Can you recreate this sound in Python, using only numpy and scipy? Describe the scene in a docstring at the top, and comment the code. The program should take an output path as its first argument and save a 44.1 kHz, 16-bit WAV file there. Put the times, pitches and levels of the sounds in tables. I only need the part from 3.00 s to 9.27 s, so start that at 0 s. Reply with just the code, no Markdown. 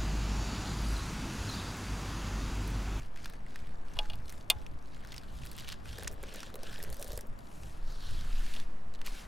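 """Hands twist dried kernels off a cob over a metal basin outdoors, let a handful fall, then rake the heap.
Noise swelling with each stroke makes the rustle; short bursts make the ticks of single kernels on the heap.
Damped tones thud in the loaded basin floor, and a few kernels set the bare basin wall ringing.
These sounds and a deep wind rumble sit in the centre, as from a near microphone.
Around them, as from a wide pair, shaped noise makes the open air and gusts, and slowing tones the wind slaps."""
import sys
import numpy as np
from scipy import signal
from scipy.fft import rfft, irfft
from scipy.io import wavfile
from scipy.ndimage import uniform_filter1d

SR = 44100
rng = np.random.default_rng(int(sys.argv[2]) if len(sys.argv) > 2 else 0)


def wav_out(sig):
    """Save sig, one row per channel (or a flat mono array), as 16-bit PCM at SR to the path in sys.argv[1]."""
    wavfile.write(sys.argv[1], SR, np.round(np.clip(np.atleast_2d(sig).T, -1, 1) * 32767).astype(np.int16))


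N = 276507  # samples, about 6.3 s


def amp(db):
    """Turns decibels into a gain."""
    return 10 ** (np.asarray(db) / 20)


def evened(x):
    """Scales to an rms of 1."""
    return x / np.sqrt(np.mean(x ** 2) + 1e-20)


def peaked(x):
    """Scales to a peak of 1."""
    return x / abs(x).max()


def band(x, lo_hz, hi_hz, order=2):
    """Keeps the sound between two frequencies."""
    edges_hz = np.clip([lo_hz, hi_hz], 100, 21000)
    return signal.lfilter(*signal.butter(order, edges_hz, "band", fs=SR), x)


def hump(hz, centre_hz, octaves):
    """A broad resonance, symmetric on an octave scale."""
    distance = np.log2((hz + 1) / centre_hz) / octaves
    return 1 / (1 + distance ** 2)


def read(points, hz):
    """Reads a table of points along a log-frequency axis."""
    f, value = np.transpose(points)
    return np.interp(np.log(hz + 1), np.log(f + 1), value)


def curve(rows, t):
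    """Reads every column of a time table at the times t."""
    s, *columns = np.transpose(rows)
    return [np.interp(t, s, c) for c in columns]


def add(mix, s, sound):
    """Mixes a sound in at time s, cut off at the end of the mix."""
    part = mix[..., round(s * SR):][..., :sound.shape[-1]]
    part += sound[..., :part.shape[-1]]


# how much stronger the left side of the noise is than the right: (f/Hz, level/dB)
SIDE_LEAN = [(60, -5), (250, -0.3), (600, 4.5), (1200, 4.5), (2500, 3.5)]


def noise(colour, same):
    """Two channels of steady coloured noise; same runs from 1 alike, through 0 unrelated, to -1 opposed."""
    hz = np.fft.rfftfreq(N, 1 / SR)
    a, b = rfft(rng.standard_normal((2, N)))
    same = np.clip(read(same, hz), -1, 1)
    right = same * a + np.sqrt(1 - same ** 2) * b
    pair = np.array([a, right]) * amp(read(colour, hz))
    lean = amp(np.outer([.5, -.5], read(SIDE_LEAN, hz)))
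    return evened(irfft(pair * lean, N))


# colour of the open field, relative: (f/Hz, level/dB per Hz)
AIR_COLOUR = [(65, -39.5), (110, -5), (211, -4), (395, -12), (682, -10.5), (1200, -15.5), (1510, -20.5),
              (1680, -20), (3650, -37.5), (4790, -46.5), (10600, -57), (12000, -53), (16500, -99.5)]
# how alike the air is left and right: (f/Hz, likeness -1 to 1)
AIR_LIKENESS = [(60, 1), (290, 0.46), (640, -0.4), (1400, -0.24), (2100, -0.74), (2900, 0.49), (4000, 1)]


def air():
    """The open field is a steady, wide wash of noise."""
    return amp(-53.5) * noise(AIR_COLOUR, AIR_LIKENESS)


# colour of the deep wind pressure, relative: (f/Hz, level/dB per Hz)
RUMBLE_TONE = [(1, 17.5), (2, -10), (16, 0.5), (24, -6), (44, -27), (90, -29.5), (300, -90)]
# colour of the gusts, relative: (f/Hz, level/dB per Hz)
GUST_TONE = [(10, -15), (25, 6), (42, 24), (64, 21.5), (110, 13), (170, 7), (300, -72.5)]
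# how the wind comes and goes, settings before the lumps and the left-right lean:
# (t/s, rumble level/dB, gust level/dB, level/dB of the gusts' opposed left-right part)
WIND_COURSE = [(0, -33, -49.5, -83), (.5, -35, -50.5, -77), (.84, -31, -51.5, -62), (1.1, -29.5, -45, -53),
               (1.43, -42, -50.5, -63), (1.61, -38.5, -47.5, -50), (1.9, -37, -53.5, -55),
               (2.4, -42, -45.5, -53), (2.9, -44.5, -45.5, -54), (3.1, -38, -46.5, -52),
               (3.5, -38.5, -55, -62), (3.8, -33.5, -47.5, -57), (4.3, -36.5, -51.5, -64),
               (4.64, -44, -48.5, -64), (4.85, -28.5, -52, -63), (5.03, -30, -53.5, -61),
               (5.15, -25, -44, -52), (5.42, -21.5, -56, -73), (5.65, -28, -57.5, -58),
               (6.1, -29.5, -62.5, -78), (6.27, -40, -46, -69)]
# wind slaps sweeping across the pair, the level 6.8 dB above the envelope's peak:
# (t/s on the right, level/dB, f/Hz it slows to, lag of the left side/s)
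WIND_SLAPS = [(0.956, -31, 70.4, 0.0038), (1.55, -29.5, 65.4, 0.0023), (2.132, -36, 59.5, 0.0061),
              (3.049, -30, 56, 0.0043), (3.888, -29, 65, 0.0038), (4.305, -33, 80, 0.006),
              (5.111, -23, 64.4, 0.0047)]
LUMPS_DB = 3  # rms swing of the gusts


def wind():
    """Deep pressure swings in the centre, lumpy gusts on the pair, and single slaps."""
    t = np.arange(N) / SR
    near_db, shared_db, opposed_db = curve(WIND_COURSE, t)
    swing = noise(RUMBLE_TONE, [(1, 0.38)])[0]
    # steady its strength first, so that the table shapes it
    swing = swing / np.sqrt(uniform_filter1d(swing ** 2, size=SR // 4) + 0.15)
    out = swing * amp(near_db)

    # eight slow waves, 1.15 to 5.2 per second, make each part of the gusts lumpy
    waves = (np.sin(2 * np.pi * (4.6 * k / 8 * t + rng.random((2, 1)))) for k in range(2, 10))
    lumps = evened(sum(waves))
    gust_noise = noise(GUST_TONE, [(1, 0.005)])
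    shared, opposed = gust_noise * amp([shared_db, opposed_db] + LUMPS_DB * lumps)
    out = out + shared + opposed * [[1], [-1]]

    u = t[:6000]
    for s, db, hz, lag in WIND_SLAPS:
        # the eddy starts small and fast, then slows
        turns = hz * (u + 0.0096 * (1 - np.exp(-u / 0.0091)))
        slap = amp(db) * np.sin(2 * np.pi * turns) * u / 0.02 * np.exp(1 - u / 0.0091)
        add(out[0], s + lag, slap)
        add(out[1], s, slap)
    return out


# kernels striking the bare wall; crack and knock are relative to the ringing:
# (t/s, peak level/dB, place on the wall 0 rim to 1 low flank, crack level/dB, knock level/dB)
WALL_STRIKES = [(0.9683, -37, 0.63, -14, 5.5), (.989, -18.5, 0.96, -26, -12), (1.0995, -30, 0.65, -23, -11),
                (1.1335, -38, 0.6, -17, -4), (1.5005, -7.5, 0.053, -6.5, -18),
                (5.5378, -35, 0.44, -11, -27), (5.564, -31, 0.27, -28, -7)]
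# ringing tones of the basin wall, relative levels:
# (f/Hz, level/dB struck at the rim, level/dB struck on the flank, time to fade 60 dB at the rim/s)
WALL_MODES = [(560, -26, -16, .05), (660, -22, -16, .05), (845, -33, -17, .38), (1100, -26, -22, .04),
              (2103, -11, -24, .045), (2350, -16, -18, .045), (2496, -9, -10, .05), (2856, -6, 0, .045),
              (3225, -8, -10, .04), (3356, -14, -1, .05), (3571, 0, -14, .045), (4129, -6, -9, .03),
              (4588, -9, -11, .035), (5312, -17, -16, .03), (6500, -20, -24, .025), (7575, -11, -22, .02),
              (8765, -11, -24, .02), (10842, -11, -24, .02), (13215, -15, -27, .018),
              (15400, -16, -30, .015)]
FLANK_DAMPING = 0.34  # share of the ring time that the heap takes from the low flank


def basin():
    """A hard kernel cracks on the wall, knocks the bowl and leaves its modes ringing."""
    out, t = np.zeros(N), np.arange(12000) / SR
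    hz, rim_db, flank_db, rim_t60 = np.transpose(WALL_MODES)[:, :, None]
    draws = rng.standard_normal((len(WALL_STRIKES), 12000))
    for (s, db, place, crack_db, knock_db), draw in zip(WALL_STRIKES, draws):
        depth = np.clip(place, 0, 1)
        mode_db = rim_db + depth * (flank_db - rim_db)
        t60 = rim_t60 * (1 - FLANK_DAMPING * depth)
        phase = np.pi * draw[:len(WALL_MODES), None]
        modes = amp(mode_db - 60 * t / t60) * np.sin(2 * np.pi * hz * t + phase)
        ring = modes.sum(0)
        dense = band(draw, 2580, 5000, order=3) * amp(-60 * t / 0.026)  # many weak, close modes
        thrown_back = amp(-13 - 60 * t / 0.051)  # the bowl returns some of the crack
        crack = band(draw, 6900, 13000) * (amp(-60 * t / 0.015) + thrown_back)
        knock = band(draw, 530, 1170) * amp(-60 * t / 0.11)
        hit = evened(ring) + amp(-4.5 - 16.0 * place) * evened(dense)
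        hit = hit + amp(crack_db) * evened(crack) + amp(knock_db) * evened(knock)
        onset = 1 - np.exp(-t / 0.00012)
        add(out, s, amp(db) * peaked(hit * onset))
    return out


# kernels loading the basin floor through the heap: (t/s, peak level/dB, f/Hz)
FLOOR_THUDS = [(2.983, -42.5, 480), (2.998, -49, 407), (3.023, -42.5, 785), (3.05, -44, 585),
               (3.074, -43.5, 980), (3.102, -43.5, 635), (3.12, -46, 464), (3.186, -47, 470),
               (3.231, -40.5, 410), (3.283, -48, 553), (3.322, -48, 438), (3.341, -44, 417),
               (3.359, -43, 524), (3.375, -48, 554), (3.427, -58, 530), (3.47, -50, 510),
               (3.542, -39.5, 430), (3.556, -42, 416), (3.583, -43, 545), (3.631, -40, 550),
               (3.678, -48.5, 458), (3.788, -43.5, 664), (3.814, -47, 580), (3.836, -42.5, 460),
               (3.873, -46, 443), (3.889, -45, 540), (3.909, -46, 530), (3.925, -44, 580),
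               (3.994, -42.5, 570), (4.01, -41.5, 620), (4.046, -41, 526), (4.085, -45.5, 590),
               (4.104, -43, 500), (4.131, -40.5, 615), (4.174, -38, 500), (4.235, -49, 422),
               (4.252, -48, 576)]
TUMBLE_DB, TUMBLE_S = -6, 0.077  # smaller landings: level against the thuds, averaging time


def thuds():
    """The loaded floor answers with a damped tone and rough noise; smaller landings fill in around them."""
    out, t = np.zeros(N), np.arange(3000) / SR
    fade = amp(-60 * t / 0.046) * (1 - np.exp(-t / 0.00096))
    draws = rng.standard_normal((len(FLOOR_THUDS), 3000))
    for (s, db, hz), draw in zip(FLOOR_THUDS, draws):
        tone = np.sin(2 * np.pi * hz * t)
        rough = 0.89 * evened(band(draw, 360, 617))
        add(out, s, amp(db) * peaked((tone + rough) * fade))
    busy = np.sqrt(abs(uniform_filter1d(out ** 2, size=round(TUMBLE_S * SR))))
    return out + amp(TUMBLE_DB) * busy * evened(band(rng.standard_normal(N), 414, 625))


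# the loudest kernels snapping loose or landing on the heap:
# (t/s, body peak level/dB, body f/Hz, treble peak level/dB)
KERNEL_TICKS = [(0.022, -44, 1720, -59), (0.16, -38, 1740, -54), (.1734, -42, 2560, -75),
                (.245, -34, 4470, -55), (0.2578, -26.5, 1610, -36), (.272, -53, 5880, -56),
                (0.299, -37.5, 1740, -35.5), (0.336, -39, 1900, -47), (0.507, -45.5, 3600, -66),
                (0.559, -29.5, 1880, -42), (.5905, -46, 5100, -59), (0.6716, -43, 2300, -50),
                (.937, -41.5, 6200, -56), (1.1563, -45, 4970, -41), (1.2815, -40.5, 4250, -51),
                (1.2947, -37, 5650, -39), (1.301, -36, 4600, -35), (1.3248, -41, 2040, -32),
                (1.41, -42, 4500, -60), (1.585, -51, 5120, -55), (1.665, -35.5, 2720, -65),
                (1.789, -49, 4500, -64), (1.825, -51, 6000, -60), (1.872, -59, 4520, -58),
                (1.9465, -43, 3320, -65), (2.049, -39, 1720, -48), (2.073, -41.5, 5450, -43),
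                (2.121, -31.5, 3970, -62), (2.127, -36.5, 2160, -53), (2.143, -35, 2520, -39),
                (2.1636, -36, 5300, -54), (2.1802, -31.5, 4460, -54), (2.4203, -47, 2750, -60),
                (2.4347, -39.5, 2640, -65), (2.4534, -40, 1520, -34), (2.4628, -40, 2600, -32.5),
                (2.4702, -37, 4670, -47), (2.5153, -38, 4460, -30.5), (2.5313, -42, 5400, -40),
                (2.5664, -43, 3490, -35), (2.579, -36, 3100, -37), (2.5856, -30, 2900, -45),
                (2.592, -36, 3150, -51), (2.598, -39, 2910, -33), (2.606, -37.5, 4930, -53),
                (2.6228, -40.5, 1700, -41), (2.6463, -35.5, 3020, -51), (2.676, -37, 3080, -61),
                (2.682, -30, 2700, -50), (2.6891, -29, 3240, -31.5), (2.7008, -32, 3300, -55),
                (2.7136, -38, 4450, -48), (2.7214, -29.5, 4820, -38), (2.726, -28.5, 3100, -48),
                (2.7404, -43, 3430, -56), (2.8764, -44, 3300, -53), (2.8903, -38, 2840, -55),
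                (2.9294, -37.5, 3730, -57), (2.983, -34, 4900, -53), (2.9858, -34, 1780, -30.5),
                (2.996, -37, 3800, -59), (3.0252, -36, 1660, -49), (3.0336, -38, 4370, -30),
                (3.0455, -36, 2920, -52), (3.074, -29.5, 2000, -50), (3.0773, -18.5, 5270, -47),
                (3.1149, -51, 2480, -38), (3.121, -44, 5000, -44), (3.1278, -54, 1310, -37.5),
                (3.1343, -50, 1720, -43), (3.142, -52, 2800, -42), (3.23, -43, 1210, -31.5),
                (3.2367, -33, 1670, -55), (3.3405, -55, 2800, -33), (3.3461, -34, 1510, -47),
                (3.3596, -53, 2630, -31), (3.4043, -33, 5660, -49), (3.4309, -29, 1480, -50),
                (3.4594, -48, 1420, -51), (3.5016, -42.5, 1510, -58), (3.5418, -35, 4050, -36),
                (3.556, -36, 1210, -28.5), (3.591, -46, 4320, -57), (3.633, -32, 5240, -32),
                (3.672, -39, 1580, -49), (3.73, -39, 1560, -42), (3.79, -43, 2540, -37),
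                (3.828, -35, 5300, -25.5), (3.838, -35.5, 5360, -28), (3.9018, -44, 1690, -33),
                (3.9277, -31, 4600, -29), (3.944, -38, 6340, -36), (3.9688, -39, 5000, -35),
                (3.9965, -55, 1830, -32), (4.0069, -53, 2300, -38), (4.0153, -56, 6290, -30),
                (4.026, -29.5, 5830, -27), (4.045, -37, 4730, -29), (4.0757, -42, 4950, -38),
                (4.081, -54, 4240, -33), (4.119, -34.5, 4700, -33), (4.1312, -37, 6100, -34),
                (4.176, -32.5, 4970, -23), (4.1906, -38.5, 1660, -37), (4.2095, -38, 5960, -31.5),
                (4.2701, -59, 1290, -42), (4.3898, -43.5, 4500, -44), (4.4715, -46, 4570, -72),
                (4.634, -40.5, 2660, -62), (5.21, -35, 4100, -51), (5.4648, -35.5, 2770, -58),
                (5.6, -33, 3470, -58), (5.9392, -43, 4070, -62), (5.95, -39, 4100, -61),
                (5.9565, -43, 3600, -58), (5.991, -48, 3530, -60), (6.0154, -35, 2500, -44),
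                (6.0615, -33, 4370, -44), (6.0655, -27, 2870, -28.5), (6.0719, -28, 2200, -56),
                (6.08, -33, 1140, -48)]
TICK_T60_S = 0.014  # time for the main burst to fade 60 dB


def ticks():
    """Each kernel is a short burst through its body resonance plus a bright edge that dies sooner."""
    out, t = np.zeros(N), np.arange(2048) / SR
    scatter = amp(-13.5 - 60 * t / 0.042)  # neighbours shift a little afterwards
    body_fade = amp(-60 * t / TICK_T60_S) + scatter
    edge_fade = amp(-60 * t / (0.17 * TICK_T60_S)) + scatter
    ring_fade = amp(-60 * t / (1.14 * TICK_T60_S))
    draws = rng.standard_normal((len(KERNEL_TICKS), 2048))
    for (s, body_db, hz, treble_db), draw in zip(KERNEL_TICKS, draws):
        draw = draw + 4.6 * (t == 0)  # the first contact is a sharp click
        burst = draw * body_fade
        body = peaked(band(burst, hz / 1.15, hz * 1.165, order=1)) + peaked(band(burst, 1120, 6660))
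        body = body + 0.55 * np.sin(2 * np.pi * hz * t) * ring_fade  # the kernel's own short ring
        edge = band(draw * edge_fade, 5500, 13800)
        add(out, s, amp(body_db) * peaked(body) + amp(treble_db) * peaked(edge))
    return out


def contacts(per_s, spread_db):
    """A random train of tiny contacts, a few of them large, as a gate for noise."""
    size = amp(spread_db * np.minimum(rng.exponential(1, N), 4))
    size = size * (rng.random(N) < per_s / SR)  # only a few samples hold a contact
    fade = amp(-60 * np.arange(600) / SR / .0035)
    grains = signal.oaconvolve(size ** 2, fade)[:N]
    return evened(np.sqrt(abs(grains)))


# twists of the cob, the falling handful and the rakes; levels are relative settings for the rustle:
# (start t/s, length/s, share of it spent swelling, body level/dB, hollow of the hands f/Hz at the start,
#  f/Hz at the end, treble level/dB, cupped palm level/dB)
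HAND_STROKES = [(-.1, 0.18, 0.89, -65, 2400, 2390, -74, -78),
                (0.144, 0.28, 0.12, -64, 2410, 2200, -77, -68),
                (0.436, 0.33, 0.17, -65.5, 2200, 2200, -81, -72),
                (0.825, 0.4, 0.43, -65, 2800, 3000, -73, -68),
                (1.19, 0.26, 0.52, -68, 2500, 2500, -69.5, -81),
                (1.495, 0.22, 0.32, -72.5, 3180, 2800, -76, -78),
                (1.756, 0.38, 1, -66.5, 2320, 2400, -82, -75),
                (2.004, 0.42, 0.43, -67, 2590, 3070, -75, -72),
                (2.237, 0.36, 0.52, -64.5, 2760, 3460, -67.5, -88),
                (2.508, 0.19, 0.53, -58, 3030, 2900, -72, -75),
                (2.652, .12, 0.36, -54.5, 2900, 3000, -81, -66),
                (2.818, 0.36, 0.23, -58.5, 2900, 3400, -66, -62.5),
                (3.168, 0.35, 0.64, -54.5, 2400, 2930, -68, -62),
                (3.572, 0.35, 0.36, -58, 3100, 2750, -66, -58.5),
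                (3.778, 0.44, 0.86, -63, 3060, 3950, -62, -70),
                (4.338, 0.5, 0.61, -69.5, 2750, 2540, -67, -77),
                (4.79, .24, 0.55, -62.5, 4900, 4360, -71, -87),
                (4.94, 0.34, 0.47, -54.5, 3880, 2830, -65.5, -73),
                (5.09, 0.581, 0.77, -56, 2900, 2500, -62.5, -63.5),
                (6.038, .08, 0.42, -53.5, 3000, 2400, -58, -70),
                (6.09, 0.18, .4, -55.5, 2250, 2800, -61, -70)]
SWELL_EDGE, FALL_EDGE = 1.22, 0.85  # powers: 2 is soft, below 1 is abrupt
SETTLE_DB, SETTLE_T60_S = -15.5, 0.62  # kernels go on trickling after the hand lets go


def strokes(t):
    """Progress 0-1 and strength 0-1 of each stroke: it swells, lets go, and the kernels settle."""
    start, length, swell = np.transpose(HAND_STROKES)[:3, :, None]
    progress = np.clip((t - start) / length, 0, 1)
    swell = np.clip(swell, .05, .95)
    rise = np.sin(np.pi / 2 * np.minimum(progress / swell, 1)) ** SWELL_EDGE
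    fall = np.sin(np.pi / 2 * np.minimum((1 - progress) / (1 - swell), 1)) ** FALL_EDGE
    settle = amp(SETTLE_DB - 60 * np.maximum(t - start - length, 0) / SETTLE_T60_S)
    return progress, rise * np.maximum(fall, settle)


REST_DB, REST_TREBLE_DB, REST_HZ = -77.5, -81.5, 1950  # hands nearly still: body, treble, hollow
PALM_HZ, PALM_OPENS_HZ = 1473, 350  # the palm's low hollow, and its rise as the grip opens


def hands(t):
    """Gains of body, treble and palm and the two hollows in Hz, with the power of all strokes summed."""
    progress, strength = strokes(t)
    body_db, from_hz, to_hz, treble_db, palm_db = np.transpose(HAND_STROKES)[3:, :, None]
    body, treble, palm = ((amp(db) * strength) ** 2 for db in (body_db, treble_db, palm_db))
    rest = amp(REST_DB) ** 2
    body_sum = body.sum(0) + rest
    stroke_hz = from_hz + (to_hz - from_hz) * progress
    # stronger strokes count for more in the shared hollow
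    hollow_hz = ((body * stroke_hz).sum(0) + rest * REST_HZ) / body_sum
    palm_hz = PALM_HZ + PALM_OPENS_HZ * (palm * progress).sum(0) / (palm.sum(0) + 1e-20)
    treble_sum = treble.sum(0) + amp(REST_TREBLE_DB) ** 2
    return np.sqrt([body_sum, treble_sum, palm.sum(0)]), hollow_hz, palm_hz


# the packed kernels shifting under the hands, relative: (t/s, level/dB)
HEAP_SHIFT = [(0.0, -69), (0.37, -70), (0.86, -67.5), (1.06, -67), (1.82, -73.5), (2.67, -63), (2.79, -69),
              (3.79, -65.5), (4.07, -67.5), (4.23, -69), (4.45, -72), (5.01, -63), (5.2, -57.5),
              (5.41, -62.5), (5.76, -66.5), (5.97, -66.5), (6.27, -57.5)]
# smooth hiss against single contacts; twisting crackles, raking a whole heap is smooth: (t/s, smoothness)
HISS_SMOOTHNESS = [(0, 1.3), (2.3, 1.08), (2.5, 1.6), (4.2, 1.33), (4.5, 1.8), (5.9, 3.3), (6.27, 3.3)]


def rustle(patchy_db=1.5, grain_colour_db=3):
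    """Countless small kernel contacts, coloured by the hollow of the hands and by drifting patches."""
    smooth = abs(curve(HISS_SMOOTHNESS, np.arange(N) / SR)[0])
    hiss = rng.standard_normal(N)
    gate = contacts(500, 4.85) + smooth ** 1.373
    raw = hiss * gate / np.sqrt(1 + smooth ** 1.4 + smooth ** 2.87)
    hz, t, z = signal.stft(raw, SR, nperseg=256, noverlap=192)
    (body_gain, treble_gain, palm_gain), hollow_hz, palm_hz = hands(t)
    hz = hz[:, None]

    palm = hump(hz, palm_hz, 0.074) ** 0.72
    body = hump(hz, hollow_hz, 0.5) ** 2.1 + amp(-1.0) * hump(hz, 3980, 0.86) ** 2
    treble = hump(hz, 8000, 0.86) * hump(np.maximum(hz, 12500), 8300, 0.05)  # drops faster above 12.5 kHz
    low = hump(hz, 1212, 1.0) ** 2
    # even out each colour, so that the gains alone set its strength
    body, treble, palm, low = (v / np.sqrt((v ** 2).mean(0)) for v in (body, treble, palm, low))
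    shape = body_gain * body + treble_gain * treble + palm_gain * palm
    shape = shape + amp(curve(HEAP_SHIFT, t)[0]) * low

    slow, quick = rng.standard_normal((2,) + z.shape)
    patches = evened(uniform_filter1d(uniform_filter1d(slow, 4, 0), 24, 1))
    # each contact rings a little differently
    colours = evened(uniform_filter1d(uniform_filter1d(quick, 9, 0), 4, 1))
    uneven = 1 / np.maximum(curve(HISS_SMOOTHNESS, t)[0], 1)  # a raked heap averages the colours out
    flicker = amp(patchy_db * patches + uneven * grain_colour_db * colours)
    bass_cut = hz ** 2 / (hz ** 2 + 700 ** 2)
    return signal.istft(z * shape * flicker * bass_cut, SR, nperseg=256, noverlap=192)[1][:N]


def scene():
    """Near sounds in the centre, field and wind around them."""
    near = basin() + ticks() + thuds() + rustle()
    return near + wind() + air()


def record(dry):
    """The band limit of the recorder: a steep filter removes the sound above about 16.4 kHz."""
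    lowpass = signal.firwin(255, 16400, window=("kaiser", 9), fs=SR)
    return signal.oaconvolve(dry, lowpass[None], "same")


dry = scene()
out = record(dry)
wav_out(out)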